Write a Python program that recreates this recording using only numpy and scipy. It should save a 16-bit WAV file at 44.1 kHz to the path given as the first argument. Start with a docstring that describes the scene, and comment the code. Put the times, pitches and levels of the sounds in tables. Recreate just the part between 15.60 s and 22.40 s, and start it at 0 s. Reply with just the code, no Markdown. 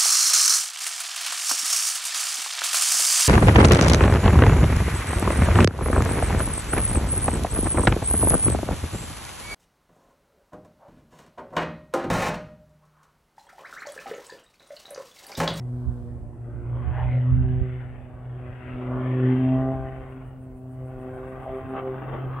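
"""Over a grass airfield, an aerobatic propeller plane tumbles high up, then dives.
Periodic blade pulses give a harmonic drone that swells and fades as the turning disc beams its sound;
the exhaust adds half orders, and torn air rasps once per blade pass, with a weak ground reflection.
Gusts buffet mostly the right microphone port; insects hiss faintly in the grass, and later one chirps."""
import sys
import numpy as np
from scipy import signal
from scipy.fft import rfft, irfft
from scipy.io import wavfile
from scipy.ndimage import uniform_filter1d

SR = 44100
rng = np.random.default_rng(int(sys.argv[2]) if len(sys.argv) > 2 else 0)


def int16_out(signal):
    """Quantize to a 16-bit WAV file."""
    q = np.round(np.clip(np.atleast_2d(signal).T, -1, 1) * 32767)
    wavfile.write(sys.argv[1], SR, q.astype(np.int16))


N = 299880
TIME = np.arange(N) / SR

# blade-pass rate as heard: (time [s], frequency [Hz])
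BLADE_RATE = [(0, 123), (.2, 123), (.6, 119), (1.0, 118.3), (1.2, 122), (1.6, 124.3), (1.95, 126.9),
              (2.3, 125), (2.8, 124.2), (3.3, 125.8), (3.8, 128.9), (4.15, 132), (4.5, 130.2), (5.0, 128.4),
              (5.6, 128.8), (6.0, 131.8), (6.35, 130.2), (6.8, 131.2)]
# scattering by turbulent air and stalled blades: (time [s], roughness [0-1])
ROUGHNESS = [(0, 0.33), (1.4, 0.82), (2.05, 0.37), (2.9, 0.31), (3.5, 0.36), (3.95, 0.39), (4.25, 0.22),
             (4.6, 0.46), (5.35, .24), (5.8, 0.42), (6.2, 0.14), (6.5, 0.7)]
# swells as the disc beams its low harmonics at the listener: (time [s], level [dB], width [s],
# strongest order [x blade rate], fall per order [dB], delay per order [s])
DRONE_SWELLS = [(0.072, -28.5, 0.21, 1.0, 12.5, 0.078), (0.498, -37, 0.13, 0.82, 5, -0.015),
                (0.834, -37.5, .055, 1.0, 22, 0), (0.982, -50, 0.31, 3.0, 11, 0.0095),
                (1.142, -25, 0.056, 1.2, 24, 0.063), (1.711, -19, 0.22, 0.9, 13, .1),
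                (2.03, -40, 0.14, 3.0, 12, -0.0042), (2.79, -37.5, 0.11, 0.86, 6, 0.027),
                (3.26, -29, 0.19, 2.3, 12, 0.034), (3.709, -23, 0.3, 1.0, 8, -0.03),
                (3.681, -31, .13, 3.1, 9, -0.0085), (3.862, -22, 0.23, 2.0, 26, -0.013),
                (4.171, -36, 0.44, 3.28, 14, -0.039), (4.975, -44, 0.29, 2.0, 9.5, 0),
                (5.24, -38, .05, 1.1, 4, -0.0011), (5.535, -38, 0.28, 2.7, 5, 0.0036),
                (5.94, -34.5, 0.061, 3.0, 9, 0.0043), (6.103, -30, 0.058, 2.4, 12, 0.017),
                (6.276, -28.5, 0.088, 3.37, 12, 0.0018), (6.76, -25, 0.26, 0.63, 14, -0.078)]
# barks as the higher harmonics point at the listener:
# (time [s], relative level [dB], width [s], centre [Hz])
BARK_SWELLS = [(1.415, -44.5, 0.12, 755), (1.93, -52.5, .09, 730), (3.4, -52.5, 0.44, 757),
               (4.04, -28.5, 0.11, 652), (4.26, -35.5, 0.076, 730), (5.45, -46, 0.24, 647),
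               (5.902, -37, 0.11, 657), (6.16, -32.5, 0.027, 830), (6.31, -45.5, 0.16, 695)]
# line spectra: (order [x blade rate], relative level [dB])
BARK_ORDERS = [(5, 14.5), (6, 11.5), (7, -17.5)]  # higher blade harmonics
SNARL_ORDERS = [(8, -2.5), (9, -3), (10, -12), (11, -14), (12, -13), (13, -23.5)]  # steep edge of the blade pulse
EXHAUST_ORDERS = [(.5, -10), (1.5, -28), (2.5, -20.5), (3.5, -26), (4.5, -7.5), (5.5, -5), (6.5, -18)]  # unequal firings
# air torn by the blades: (time [s], relative level [dB], extra gain of the bright edge [dB])
RASP_LEVELS = [(0, -62, -9.5), (.25, -57.5, -25), (.7, -67.5, -10.5), (.98, -55, -15), (1.17, -51, -10),
               (1.42, -52, 0.5), (1.8, -52.5, -6.5), (2.15, -55.5, -0.5), (2.58, -53.5, -14.5),
               (3.05, -52.5, -2), (3.35, -40, -15), (3.67, -44, -3.5), (4.22, -46.5, -12),
               (4.43, -49, -9.5), (5.0, -69, -9), (5.3, -53, -12.5), (5.9, -46, -11), (6.25, -41.5, -17),
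               (6.8, -46.5, -9)]
# brief flares of the rasp in the dive: (time [s], boost [dB], width [s])
RASP_FLARES = [(6.178, 9, 0.023), (6.557, 5, .025)]
# ground reflection behind the direct wave: (time [s], lag [s])
REFLECTION_LAG = [(0, 0.0021), (2.2, 0.002), (3, 0.0032), (3.8, 0.0025), (4.5, 0.0028), (6.8, 0.0025)]
# eddies striking the ports: (time [s], relative level [dB], width [s], left minus right [dB])
PORT_GUSTS = [(0.289, -19.5, 0.023, -35), (0.482, -35, .2, -16), (0.97, -29.5, 0.034, -21),
              (1.286, -18, 0.019, -16), (1.339, -27, 0.17, -21), (1.46, -23, 0.048, -7.5),
              (1.752, -14, 0.033, -29.5), (1.825, -21, 0.039, -6.5), (1.885, -23, 0.13, -20),
              (2.014, -12, 0.0091, -31), (2.29, -39, .15, -25.5), (3.38, -34, 0.017, -7),
              (3.996, -33, 0.08, -27), (4.207, -32.5, 0.06, 13.5), (5.797, -41, 0.013, -5),
              (6.68, -38, 0.041, -14)]
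# insects in the grass: (time [s], relative level [dB])
CHORUS_LEVELS = [(0, -76.5), (.35, -76), (.7, -79.5), (2.7, -83), (3.9, -77), (4.75, -81.5), (5.6, -77.5),
                 (6.8, -83)]
# hollow swishes of the disc: (time [s], level [dB], width [s], centre [Hz], half bandwidth [Hz])
DISC_SWISHES = [(0.985, -50, 0.45, 300, 120), (1.404, -38.5, 0.054, 870, 280),
                (1.38, -45.5, .035, 1666, 500), (1.528, -49, 0.036, 2100, 200),
                (1.544, -71.5, .04, 3780, 442), (1.575, -44.5, 0.079, 577, 151),
                (1.702, -50, 0.029, 1170, 161.4), (3.132, -56.5, .08, 2630, 300),
                (3.359, -44, 0.074, 1090, 257), (3.424, -44, 0.19, 590, 160), (3.688, -38, 0.14, 325, 160),
                (3.708, -46, 0.058, 785, 251), (5.88, -39, 0.02, 695, 260), (6.166, -42, 0.011, 1210, 200),
                (6.544, -44, 0.04, 780, 258), (6.772, -40, 0.062, 1146, 238)]
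# noise spectra: (frequency [Hz], relative spectral density [dB])
RASP_BODY_SPECTRUM = [(90, -27), (170, 4), (300, 7.5), (450, 4), (750, 5), (950, 0), (1150, 1), (1500, -4),
                      (2100, -15.5), (3200, -45.5), (4500, -65.5)]
RASP_EDGE_SPECTRUM = [(700, -22), (1300, 2), (1700, 2.5), (2050, 3.5), (2350, -2.5), (2700, -1.5),
                      (3300, -11), (3650, -17), (4100, -31.5), (5500, -45), (9000, -51)]
FIELD_SPECTRUM = [(20, -25), (60, -1), (120, 7), (200, -4), (400, -2), (700, -3), (1200, -16.5),
                  (2000, -32), (3200, -45), (4500, -41), (7000, -63.5), (12000, -71)]
RUMBLE_SPECTRUM = [(18, -29.5), (30, -13), (48, -2), (70, -8), (100, -4), (180, -22), (600, -50),
                   (4000, -100)]  # light air passing both ports
EDDY_SPECTRUM = [(18, -40.5), (30, -17.5), (45, -14.5), (60, 10.5), (78, 5.5), (100, -1.5), (150, -8.5),
                 (220, -22.5), (400, -43), (900, -68.5), (4000, -104)]
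INSECT_BUZZ_SPECTRUM = [(2000, -58), (4500, -14.5), (6500, -12), (7300, -10), (8200, -4.5), (9700, -8),
                        (10500, -12), (12500, -14.5), (15000, -30)]
INSECT_HISS_SPECTRUM = [(10000, -21.5), (12500, -5.5), (13500, 3.5), (15500, 3.5)]
PUFF_SPECTRUM = [(1000, -16), (3000, 9), (5000, 4.5), (7000, -10), (15000, -1)]
CHIRP_SPECTRUM = [(4000, -51), (7000, -16), (8300, -2), (9300, 1), (10300, -7), (12000, -11),
                  (15000, -41.5)]


def undb(db):
    """Amplitude ratio of a level in decibels."""
    return 10 ** (np.asarray(db) / 20)


def curves(table):
    """Linear interpolation in time of each column after the first."""
    times, *columns = np.transpose(table)
    return [np.interp(TIME, times, column) for column in columns]


def unit(x):
    """Normalisation to rms 1."""
    return x / np.sqrt(np.mean(x ** 2))


def colour(x, spectrum):
    """Spectral shaping by (frequency [Hz], level [dB]) points; rms 1."""
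    hz, db = np.transpose(spectrum)
    bin_hz = np.maximum(np.arange(N // 2 + 1) * SR / N, 1)
    gain = undb(np.interp(np.log(bin_hz), np.log(hz), db))
    return unit(irfft(rfft(x) * gain, N))


def noise():
    """Incoherent white noise in two channels."""
    return rng.standard_normal((2, N))


def spread(side_db):
    """Partly coherent white noise: a common mid plus a side in antiphase."""
    mid, side = noise()
    return mid + undb(side_db) * side * np.array([[1], [-1]])


def pan(left_db):
    """Level-difference panning: two gains, left_db apart."""
    return undb(np.array([[left_db], [-left_db]]) / 2)


def wander(rate_hz):
    """Smooth random modulation, changing about rate_hz times a second; rms 1."""
    hold = int(SR / rate_hz)
    steps = np.repeat(rng.standard_normal(N // 100)[:N // hold + 1], hold)
    return unit(uniform_filter1d(uniform_filter1d(steps, hold), hold)[:N])


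def bump(time, width):
    """Gaussian envelope with standard deviation width."""
    return np.exp(-np.minimum(((TIME - time) / width) ** 2, 50) / 2)


def lobe(time, width, order=1, steepness=9.2, narrowing=0.36):
    """Envelope of a passing radiation lobe: the higher the order, the shorter and steeper."""
    skirt = steepness * order
    offset = (TIME - time) * order ** narrowing / width
    return (1 + offset ** 2 / skirt) ** (-skirt / 2)


def partial(order, phase, rough, flutter_hz=24, full_order=4, lead_rad=0.4, drift_rad=0.063):
    """Scattering: one order is a direct wave plus a random share that grows up to full_order."""
    share = np.clip(rough * min(order / full_order, 1), 0, 1)
    in_phase = np.sqrt(2 * (1 - share ** 2)) + share * wander(flutter_hz)
    # low orders lead in phase, so the pulses come out lopsided; the long air path lets higher ones drift
    angle = order * phase + lead_rad / order + drift_rad * (order - 1) * wander(rate_hz=3)
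    return -in_phase * np.cos(angle) + share * wander(flutter_hz) * np.sin(angle)


def drone_level(order, rest_db=-48.5, rest_fall_db=8, flicker_db=0.7, rest_flicker_db=3.0):
    """Directivity: a low harmonic's level [dB] as lobes sweep over a faint, flickering drone."""
    rest = undb(rest_db - rest_fall_db * (order - 1.5)) ** 2
    power = rest
    for time, db, width, strongest, fall_db, delay in DRONE_SWELLS:
        gain = undb(db - fall_db * abs(order - strongest))
        power = power + (gain * lobe(time + delay * (order - 1), width, order)) ** 2
    depth_db = flicker_db + rest_flicker_db * np.sqrt(rest / power)
    return 10 * np.log10(power) + depth_db * wander(rate_hz=11)


def bark_beam(rest_db=-59, rest_hz=633):
    """Power summation of lobes: the bark's relative level [dB] and power-weighted centre [Hz]."""
    power = undb(rest_db) ** 2
    weighted_hz = power * rest_hz
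    for time, db, width, hz in BARK_SWELLS:
        share = (undb(db) * lobe(time, width)) ** 2
        power = power + share
        weighted_hz = weighted_hz + share * hz
    return 10 * np.log10(power), weighted_hz / power


def propeller(blade_hz, phase, rough, bark_gain_db=-2, peak_width_hz=100, peak_db=7, snarl_db=-20):
    """Fourier series of the blades' suction pulses: a low drone, a higher bark and a snarl on top."""
    drone = sum(undb(drone_level(k)) * partial(k, phase, rough) for k in range(1, 5))
    bark_db, centre_hz = bark_beam()
    gains = {}
    for k, db in BARK_ORDERS:
        detuning = (k * blade_hz - centre_hz) / peak_width_hz
        gains[k] = undb(db + peak_db / (1 + detuning ** 2))
    bark = sum(gain * partial(k, phase, rough) for k, gain in gains.items())
    bark /= np.sqrt(sum(gain ** 2 for gain in gains.values()))
    snarl = undb(snarl_db) * partials(SNARL_ORDERS, phase, rough)
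    return drone + undb(bark_db + bark_gain_db) * (bark + snarl)


def partials(orders, phase, rough):
    """Superposition of the partials of a line spectrum."""
    return sum(undb(db) * partial(k, phase, rough) for k, db in orders)


def exhaust(phase, gain_db=-15):
    """Period doubling: unequal firings put weak lines halfway between the blade harmonics."""
    bark_db, _ = bark_beam()
    return undb(bark_db + gain_db) * partials(EXHAUST_ORDERS, phase, rough=0.9)


def rasp(phase, rough, gate_depth=0.17, scatter_db=1.14, body_db=4, edge_db=2, snarl_db=-7.5):
    """Turbulence noise, pulsed once per blade pass; in smooth flight part becomes a pitched snarl."""
    level_db, bright_db = curves(RASP_LEVELS)
    level_db += sum(db * bump(time, width) for time, db, width in RASP_FLARES)
    smooth = np.clip(1 - rough, 0, 1) ** 2
    bursts = np.exp(gate_depth * np.cos(phase)) * undb(scatter_db * wander(rate_hz=130))
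    body = colour(bursts * spread(side_db=-8.0), RASP_BODY_SPECTRUM) * pan(left_db=1.0)
    body *= undb(body_db - 6 * smooth)
    edge = colour(bursts * spread(side_db=-5.5), RASP_EDGE_SPECTRUM) * pan(left_db=5.5)
    edge *= undb(edge_db + bright_db)
    snarl = smooth * undb(snarl_db) * partials(SNARL_ORDERS, phase, rough)
    return undb(level_db) * (body + edge + snarl)


def scintillation(x, depth_db=2.5, patch_hz=190, patch_s=.11):
    """Refraction in turbulent air focuses and thins each narrow band on its own."""
    hz, times, bins = signal.stft(x, SR, nperseg=1024)
    patches = rng.standard_normal(bins.shape[1:])
    for _ in range(2):
        patches = uniform_filter1d(patches, max(int(patch_hz / hz[1]), 1), axis=0)
        patches = uniform_filter1d(patches, max(int(patch_s / times[1]), 1), axis=1)
    return signal.istft(bins * undb(depth_db * unit(patches)), SR)[1][:, :N]


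def ground_reflection(x, reflectance=0.18):
    """Comb interference: the grass returns a weaker copy whose lag shifts with the plane's bearing."""
    lag, = curves(REFLECTION_LAG)
    return np.array([direct + reflectance * np.interp(TIME - lag, TIME, direct) for direct in x])


def open_field(level_db=-51.5, drift_db=0.87):
    """Ambient noise: a low hush under slow amplitude modulation."""
    hush = colour(spread(side_db=-5.5), FIELD_SPECTRUM)
    return hush * undb(level_db + drift_db * wander(rate_hz=1.7))


def wind(rumble_db=-43, calming_db=-5, flutter_db=3):
    """Turbulent pressure: light air rumbles on both ports, and gusts mostly strike the right one."""
    rumble = colour(spread(side_db=-10), RUMBLE_SPECTRUM)
    rumble *= undb(rumble_db + calming_db * TIME / TIME[-1] + flutter_db * wander(rate_hz=30))
    pressure = 0
    for time, db, width, left_db in PORT_GUSTS:
        ports = pan(left_db)
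        pressure = np.hypot(pressure, undb(db) * bump(time, width) * ports / ports.max())
    flow = colour(noise(), EDDY_SPECTRUM)
    # an eddy's strength is set by its gust, so the flow's own slow swings are evened out
    flow /= np.sqrt(uniform_filter1d(flow ** 2, size=1800) + 0.039)
    return rumble + pressure * flow


def insect_chorus(buzz_gain_db=3, hiss_db=-92, rise_db_per_s=3.5):
    """Incoherent summation: many insects merge into a faint buzz and a steadily growing high hiss."""
    chorus_db, = curves(CHORUS_LEVELS)
    buzz = colour(noise(), INSECT_BUZZ_SPECTRUM) * undb(chorus_db + buzz_gain_db)
    hiss = colour(noise(), INSECT_HISS_SPECTRUM) * undb(hiss_db + rise_db_per_s * TIME)
    return buzz + hiss * pan(left_db=-2)


def puff(level_db=-73):
    """Broadband noise under a Gaussian envelope: a soft hiss with the first gust."""
    return undb(level_db) * bump(time=0.28, width=0.22) * colour(noise(), PUFF_SPECTRUM)


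def swishes(phase, gate_depth=0.5):
    """Band-limited blade noise, modulated at the blade rate, swells as the disc slews through the air."""
    bursts = np.exp(gate_depth * np.cos(phase))
    total = 0
    for time, db, width, hz, half_band in DISC_SWISHES:
        band = [(hz / 4, -70), (hz - half_band, -14), (hz - half_band / 3, 0),
                (hz + half_band / 3, 0), (hz + half_band, -12), (hz * 3, -70)]
        total += undb(db) * bump(time, width) * colour(bursts * spread(side_db=-18.5), band)
    return total * pan(left_db=1.0)


def insect_chirps(start_s=4.525, period_s=.154, quicken_s=.00092, level_db=-72, onset_db=-5, count=12):
    """Pulse modulation of a high band: one insect chirps about seven times a second, quickening a little."""
    envelope = 0
    for k in range(count):
        time = start_s + k * (period_s - k * quicken_s)
        envelope += undb(level_db + onset_db * np.exp(-k)) * bump(time, width=.024)
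    return envelope * colour(noise(), CHIRP_SPECTRUM)


def scene():
    """Superposition of the distant plane, the field, and the wind and insects near the microphone."""
    blade_hz, = curves(BLADE_RATE)
    rough, = curves(ROUGHNESS)
    wavering_hz = blade_hz * (1 + 0.0017 * wander(rate_hz=14))
    phase = 2 * np.pi * np.cumsum(wavering_hz) / SR
    tones = propeller(blade_hz, phase, rough) + exhaust(phase)
    torn_air = ground_reflection(scintillation(rasp(phase, rough))) + swishes(phase)
    return tones + torn_air + open_field() + wind() + puff() + insect_chorus() + insect_chirps()


def record(dry, fade_s=.004, cutoff_hz=15800):
    """Windowing and band limiting: a short fade at each end, then a steep low-pass."""
    from_end_s = np.minimum(TIME, TIME[-1] - TIME)
    fade = np.sin(np.pi / 2 * np.minimum(from_end_s / fade_s, 1)) ** 2
    lowpass = signal.ellip(8, .2, 70, cutoff_hz, fs=SR, output="sos")
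    return signal.sosfilt(lowpass, fade * dry)


dry = scene()
out = record(dry)
int16_out(out)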